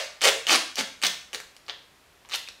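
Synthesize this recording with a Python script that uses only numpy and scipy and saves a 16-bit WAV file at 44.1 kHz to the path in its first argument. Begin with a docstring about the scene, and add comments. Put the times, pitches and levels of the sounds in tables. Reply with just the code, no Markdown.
"""Duct tape is ripped off its roll in short tugs over a steel tank in a small brick workshop.
Each tug is a run of uneven slips of the glue plus fine hiss, coloured by the freed strip.
The tape snaps in single large slips as it comes taut, and in four tugs the strip drums with a gliding note.
The tank rings faintly, the walls add near echoes and a short tail, and a faint steady noise lies below."""
import sys
import numpy as np
from scipy import signal
from scipy.fft import rfft, irfft
from scipy.io import wavfile

SR = 44100
rng = np.random.default_rng(int(sys.argv[2]) if len(sys.argv) > 2 else 0)


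def master(y):
    """Save y as 16-bit WAV."""
    cut = np.clip(np.atleast_2d(y).T, -1, 1)
    pcm = np.round(cut * 32767)  # scale
    wavfile.write(sys.argv[1], SR, pcm.astype(np.int16))


N = 114660  # length in samples

# Tugs on the tape: start t/s, full-speed t/s, stop t/s, level at full speed/dB, swell up to it/dB,
# typical slip rate/(1/s), strip resonance f/Hz, its boost/dB, bass boost/dB, treble boost/dB
TUGS = [(-.12, -0.094, -.02, -21.5, 1, 405, 600, 17, -2.5, 2),
        (.216, 0.253, .296, -17, 11.5, 520, 555, 10, -1.5, 3),
        (.474, 0.519, .561, -16.5, 13, 467, 766, 3.5, 4, 0),
        (0.767, 0.793, .811, -23, 16, 560, 574, 8.5, 1, 1.5),
        (1.026, 1.039, 1.078, -22, 10, 247, 1590, 2, 1, 4),
        (1.333, 1.352, 1.360, -36.5, 4, 360, 460, 8, 19, 9),
        (1.682, 1.684, 1.712, -40, 11, 484, 523, 4, 6.5, -8.5),
        (2.297, 2.347, 2.360, -27, 20, 335, 3950, 5.5, -18, 0)]
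# Single snaps of the tape: t/s, level/dB, strip resonance f/Hz, its boost/dB, treble boost/dB
SNAPS = [(0.045, -46, 3000, 1, 0), (0.2096, -32.5, 3500, 7, 3), (0.2183, -26.5, 2800, -1, 14),
         (.282, -18, 3730, 34, 0), (0.4688, -18.5, 2860, 19.5, -1), (0.4878, -35, 3000, -6, -12),
         (.495, -14, 3140, 1, -19), (.5577, -25, 3500, -7, 22), (0.757, -28, 5440, 3, 10),
         (.770, -29.5, 3470, 4, -15), (1.0177, -31.5, 3200, 1, 8), (1.025, -34, 3500, 8, 6),
         (1.0298, -29, 3500, 10, 5), (1.053, -20.5, 3800, 0, -19), (1.0678, -18.5, 3770, 15.5, 15.5),
         (1.3313, -30, 3040, 6, 2), (1.347, -24, 4250, 3, 3), (1.402, -33.5, 3500, -13, 7),
         (1.566, -43, 3700, 9, 9.5), (1.665, -50, 4800, 15, 5), (1.6823, -38, 1200, 16, 1),
         (1.6969, -24, 3400, 3, -19), (1.7049, -36, 3200, -3, -30), (1.7085, -47, 3030, 11, -10),
         (2.25, -45.5, 990, 23, -12), (2.258, -53, 3700, 7, -3), (2.2893, -44, 3500, -20, 0),
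         (2.296, -44, 4000, -8, 4), (2.320, -32.5, 3900, 8, 5), (2.342, -21, 3450, 6, 5.5),
         (2.3581, -26.5, 4230, 8, 20), (2.476, -34.5, 2580, 24, 3), (2.4869, -32.5, 2650, -5, -4)]
# Drumming of the freed strip like a loose skin: start t/s, stop t/s, first f/Hz, last f/Hz, level/dB
STRIP_DRUMS = [(.235, 0.302, 615, 398, -26.5), (0.488, 0.573, 403, 221, -36.5), (.783, .815, 230, 202, -40),
               (1.03, 1.066, 141, 204, -45.5)]
# Colour of the peeling tape: f/Hz, gain/dB
TAPE_COLOUR = [(40, -35), (100, -30), (200, -15.5), (420, -5), (750, -2), (1200, -1.5), (2200, 3.5),
               (3300, 4), (4800, 0), (6700, -4.5), (9400, -12.5), (13000, -21.5), (16000, -26)]
# Ringing notes of the steel tank: f/Hz, level/dB, time to fade by 60 dB t/s
TANK_NOTES = [(435, -39.5, 0.64), (552, -38.5, 0.71), (805, -41.5, 0.49), (1201, -39, 0.77),
              (1341, -37, 0.62), (1838, -30.5, 0.33), (2930, -35.5, .4)]
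# Fading of the room's tail: f/Hz, time to fade by 60 dB t/s
ROOM_FADE = [(150, 0.51), (500, 0.37), (1400, 0.48), (3300, 0.46), (7000, 0.46), (14000, 0.39)]
# Colour of the steady background noise: f/Hz, gain/dB
NOISE_COLOUR = [(15, -35), (25, -5), (49, 4), (175, -2.5), (223, -4), (659, -1.5), (840, -3.5),
                (1020, -3.5), (2280, -5), (14800, -20.5), (16000, -33)]

# A tug: fall in level from full speed to stop, unevenness of slip timing and of slip size
SAG_DB, SLIP_JITTER, SLIP_SPREAD_DB = 5, .45, 3
# Fading time and roughness of one slip; level of the fine tearing between slips
SLIP_S, SLIP_NOISE, FIZZ_DB = 0.00068, 0.67, -9.5
SNAP_S, SNAP_NOISE, SNAP_BASS_DB = 0.00041, 0.68, -5.5
# The strip: distance from its resonance where the boost is halved, and the bass and treble corners
STRIP_OCTAVES, BASS_HZ, TREBLE_HZ = 0.24, 343, 6400
DRUM_WIDTH = 0.33  # width of the drum resonance, as a share of its last note
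# The room: tail level and build-up time, early echo level and fading time
TAIL_DB, TAIL_ONSET_S, EARLY_DB, EARLY_S = -3.5, 0.0027, -4.5, 0.0072
# Short stereo spread of the treble: level, fading time and lower limit
SPREAD_DB, SPREAD_S, SPREAD_HZ = -9.5, .006, 6700
NOISE_DB = -58.5
LEAD_S = .25  # time computed before the audible start, so earlier sounds can ring on into it
EDGE_HZ = 15850  # upper limit of the whole sound
HZ = np.fft.rfftfreq(4096, 1 / SR)  # frequencies at which the strip's colour is worked out


def amp(db):
    """Turns decibels into a gain."""
    return 10 ** (np.asarray(db) / 20)


def unit(x):
    """Scales a sound to an energy of one."""
    return x / np.sqrt(np.sum(x ** 2) + 1e-20)


def read(points, hz):
    """Reads a table between its points on a log-frequency axis."""
    f, value = np.transpose(points)
    return np.interp(np.log(hz + 1), np.log(f + 1), value)


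def add(mix, s, sound):
    """Adds a sound at its time, counted from the end of the lead-in."""
    first = max(round((s + LEAD_S) * SR), 0)
    part = mix[first:][:len(sound)]
    part += sound[:len(part)]


def strip(hz, boost_db, bass_db, treble_db):
    """The taut strip answers a slip with the tape's colour and one broad resonance."""
    octaves_away = np.log2((HZ + 1) / hz)
    db = read(TAPE_COLOUR, HZ) + boost_db / (1 + (octaves_away / STRIP_OCTAVES) ** 2)
    db = db + bass_db / (1 + (HZ / BASS_HZ) ** 2)
    db = db + treble_db * (1 + np.tanh(2 * np.log2((HZ + 1) / TREBLE_HZ))) / 2
    # Minimum phase: the answer never comes before the slip
    log_gain = np.log(amp(np.r_[db, db[-2:0:-1]]))
    spectrum = np.exp(signal.hilbert(log_gain).conj())
    return unit(irfft(spectrum[:len(HZ)]))


def slips(decay_s, roughness, count):
    """Each slip is a sharp release and a quickly dying spray of breaking glue threads."""
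    t = np.arange(SR // 100) / SR
    spray = roughness * rng.standard_normal((count, len(t))) * np.exp(-t / decay_s)
    spray[:, 0] += .5  # the sharp release
    return spray / np.linalg.norm(spray, axis=1, keepdims=True)


def pull(start, full, stop, level_db, swell_db, rate, strip_hz, boost_db, bass_db, treble_db):
    """The glue sticks and slips unevenly, swelling as the tug gains speed."""
    bursts = slips(SLIP_S, SLIP_NOISE, count=120)
    gap, size = np.clip(rng.standard_normal((2, len(bursts))), -2, 2)
    waits = np.exp(SLIP_JITTER * gap) / rate
    at = np.r_[0, np.cumsum(waits)[:-1]]
    n = max(round((stop - start) * SR), 2)
    run = np.zeros(n + bursts.shape[1])
    for i, burst, gain in zip((at * SR).astype(int), bursts, amp(SLIP_SPREAD_DB * size)):
        if i < n:
            run[i:i + len(burst)] += gain * burst
    run = unit(run)
    run[:n] += amp(FIZZ_DB) * unit(rng.standard_normal(SR)[:n])
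    t = start + np.arange(len(run)) / SR
    effort = amp(level_db + np.interp(t, [start, full, stop], [-swell_db, 0, -SAG_DB]))
    response = strip(strip_hz, boost_db, bass_db, treble_db)
    return signal.fftconvolve(run * np.sqrt(n) * effort, response)


def tank(x):
    """The stuck end of the tape sets the steel ringing in fading pure notes."""
    t = np.arange(SR) / SR
    ring = np.zeros(SR)
    for hz, db, t60 in TANK_NOTES:
        fade = np.exp(-np.log(1000) * t / t60)
        ring += amp(db) * unit(np.sin(2 * np.pi * hz * t) * fade)
    return x + signal.fftconvolve(x, ring)[:len(x)]


def reflections():
    """Near echoes come from bench and wall, with a diffuse tail dying band by band."""
    t = np.arange(SR) / SR
    hz, when, z = signal.stft(rng.standard_normal(SR), SR, nperseg=256)
    fade = np.exp(-np.log(1000) * when / read(ROOM_FADE, hz)[:, None])
    tail = signal.istft(z * fade, SR)[1][:SR]
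    tail = unit(tail * (1 - np.exp(-t / TAIL_ONSET_S)))
    # About 4000 scattered echoes per second, none in the first millisecond
    taps = rng.choice([-1., 1.], SR) * (rng.random(SR) < 4000 / SR) * (t > .001)
    early = unit(taps * np.exp(-t / EARLY_S))
    return amp(TAIL_DB) * tail + amp(EARLY_DB) * early


def stereo_spread():
    """A burst of noise dying within milliseconds, used to widen the treble."""
    t = np.arange(SR) / SR
    return unit(rng.standard_normal(SR) * np.exp(-t / SPREAD_S))


def room_tone():
    """Faint steady hiss and rumble, made of random noise shaped by frequency."""
    colour = amp(read(NOISE_COLOUR, np.fft.rfftfreq(N, 1 / SR)))
    noise = irfft(rfft(rng.standard_normal(N)) * colour, N)
    return amp(NOISE_DB) * np.sqrt(N) * unit(noise)


def snap(level_db, hz, boost_db, treble_db):
    """One large slip, with the energy of its level held for 1.7 milliseconds."""
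    burst = slips(SNAP_S, SNAP_NOISE, count=1)[0]
    sound = signal.fftconvolve(burst, strip(hz, boost_db, SNAP_BASS_DB, treble_db))
    return amp(level_db) * np.sqrt(0.0017 * SR) * unit(sound)


def drum(start, stop, first_hz, last_hz, level_db):
    """Slips shake the strip's lowest resonance, which glides with length and tension."""
    t = np.arange(SR // 5) / SR
    progress = np.clip(t / (stop - start), 0, 1)
    effort = np.sqrt(abs(np.sin(np.pi * progress)))
    note = first_hz + (last_hz - first_hz) * progress
    turn = np.exp(2j * np.pi * np.cumsum(note) / SR)
    r = np.exp(-np.pi * DRUM_WIDTH * last_hz / SR)
    shake = np.diff(effort * rng.standard_normal(len(t)), prepend=0)
    # Shift the note down to zero, smooth there, then shift back: a resonance that follows the glide
    smooth = signal.lfilter([1], [1, -2 * r, r * r], shake / turn)
    ring = (turn * smooth).real
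    return amp(level_db) * np.linalg.norm(effort) * unit(ring)


def scene():
    """Tape, tank and room in the middle, with a short stereo spread in the treble only."""
    lead = round(LEAD_S * SR)
    tape = np.zeros(lead + N)
    for row in TUGS:
        add(tape, row[0], pull(*row))
    for s, *row in SNAPS:
        add(tape, s, snap(*row))
    for row in STRIP_DRUMS:
        add(tape, row[0], drum(*row))
    tape = tank(tape)
    mid = signal.fftconvolve(tape, reflections())[lead:lead + N]
    side = signal.fftconvolve(tape, stereo_spread())[lead:lead + N]
    treble_only = signal.butter(16, SPREAD_HZ, "high", fs=SR, output="sos")
    side = amp(SPREAD_DB) * signal.sosfilt(treble_only, side)
    return tape[lead:] + mid + room_tone() + np.array([side, -side])


def record(dry):
    """Cuts off the highest treble with a steep low-pass filter."""
    low_pass = signal.firwin(511, EDGE_HZ, window=("kaiser", 9), fs=SR)
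    return signal.oaconvolve(dry, low_pass[None], "same")


dry = scene()
out = record(dry)
master(out)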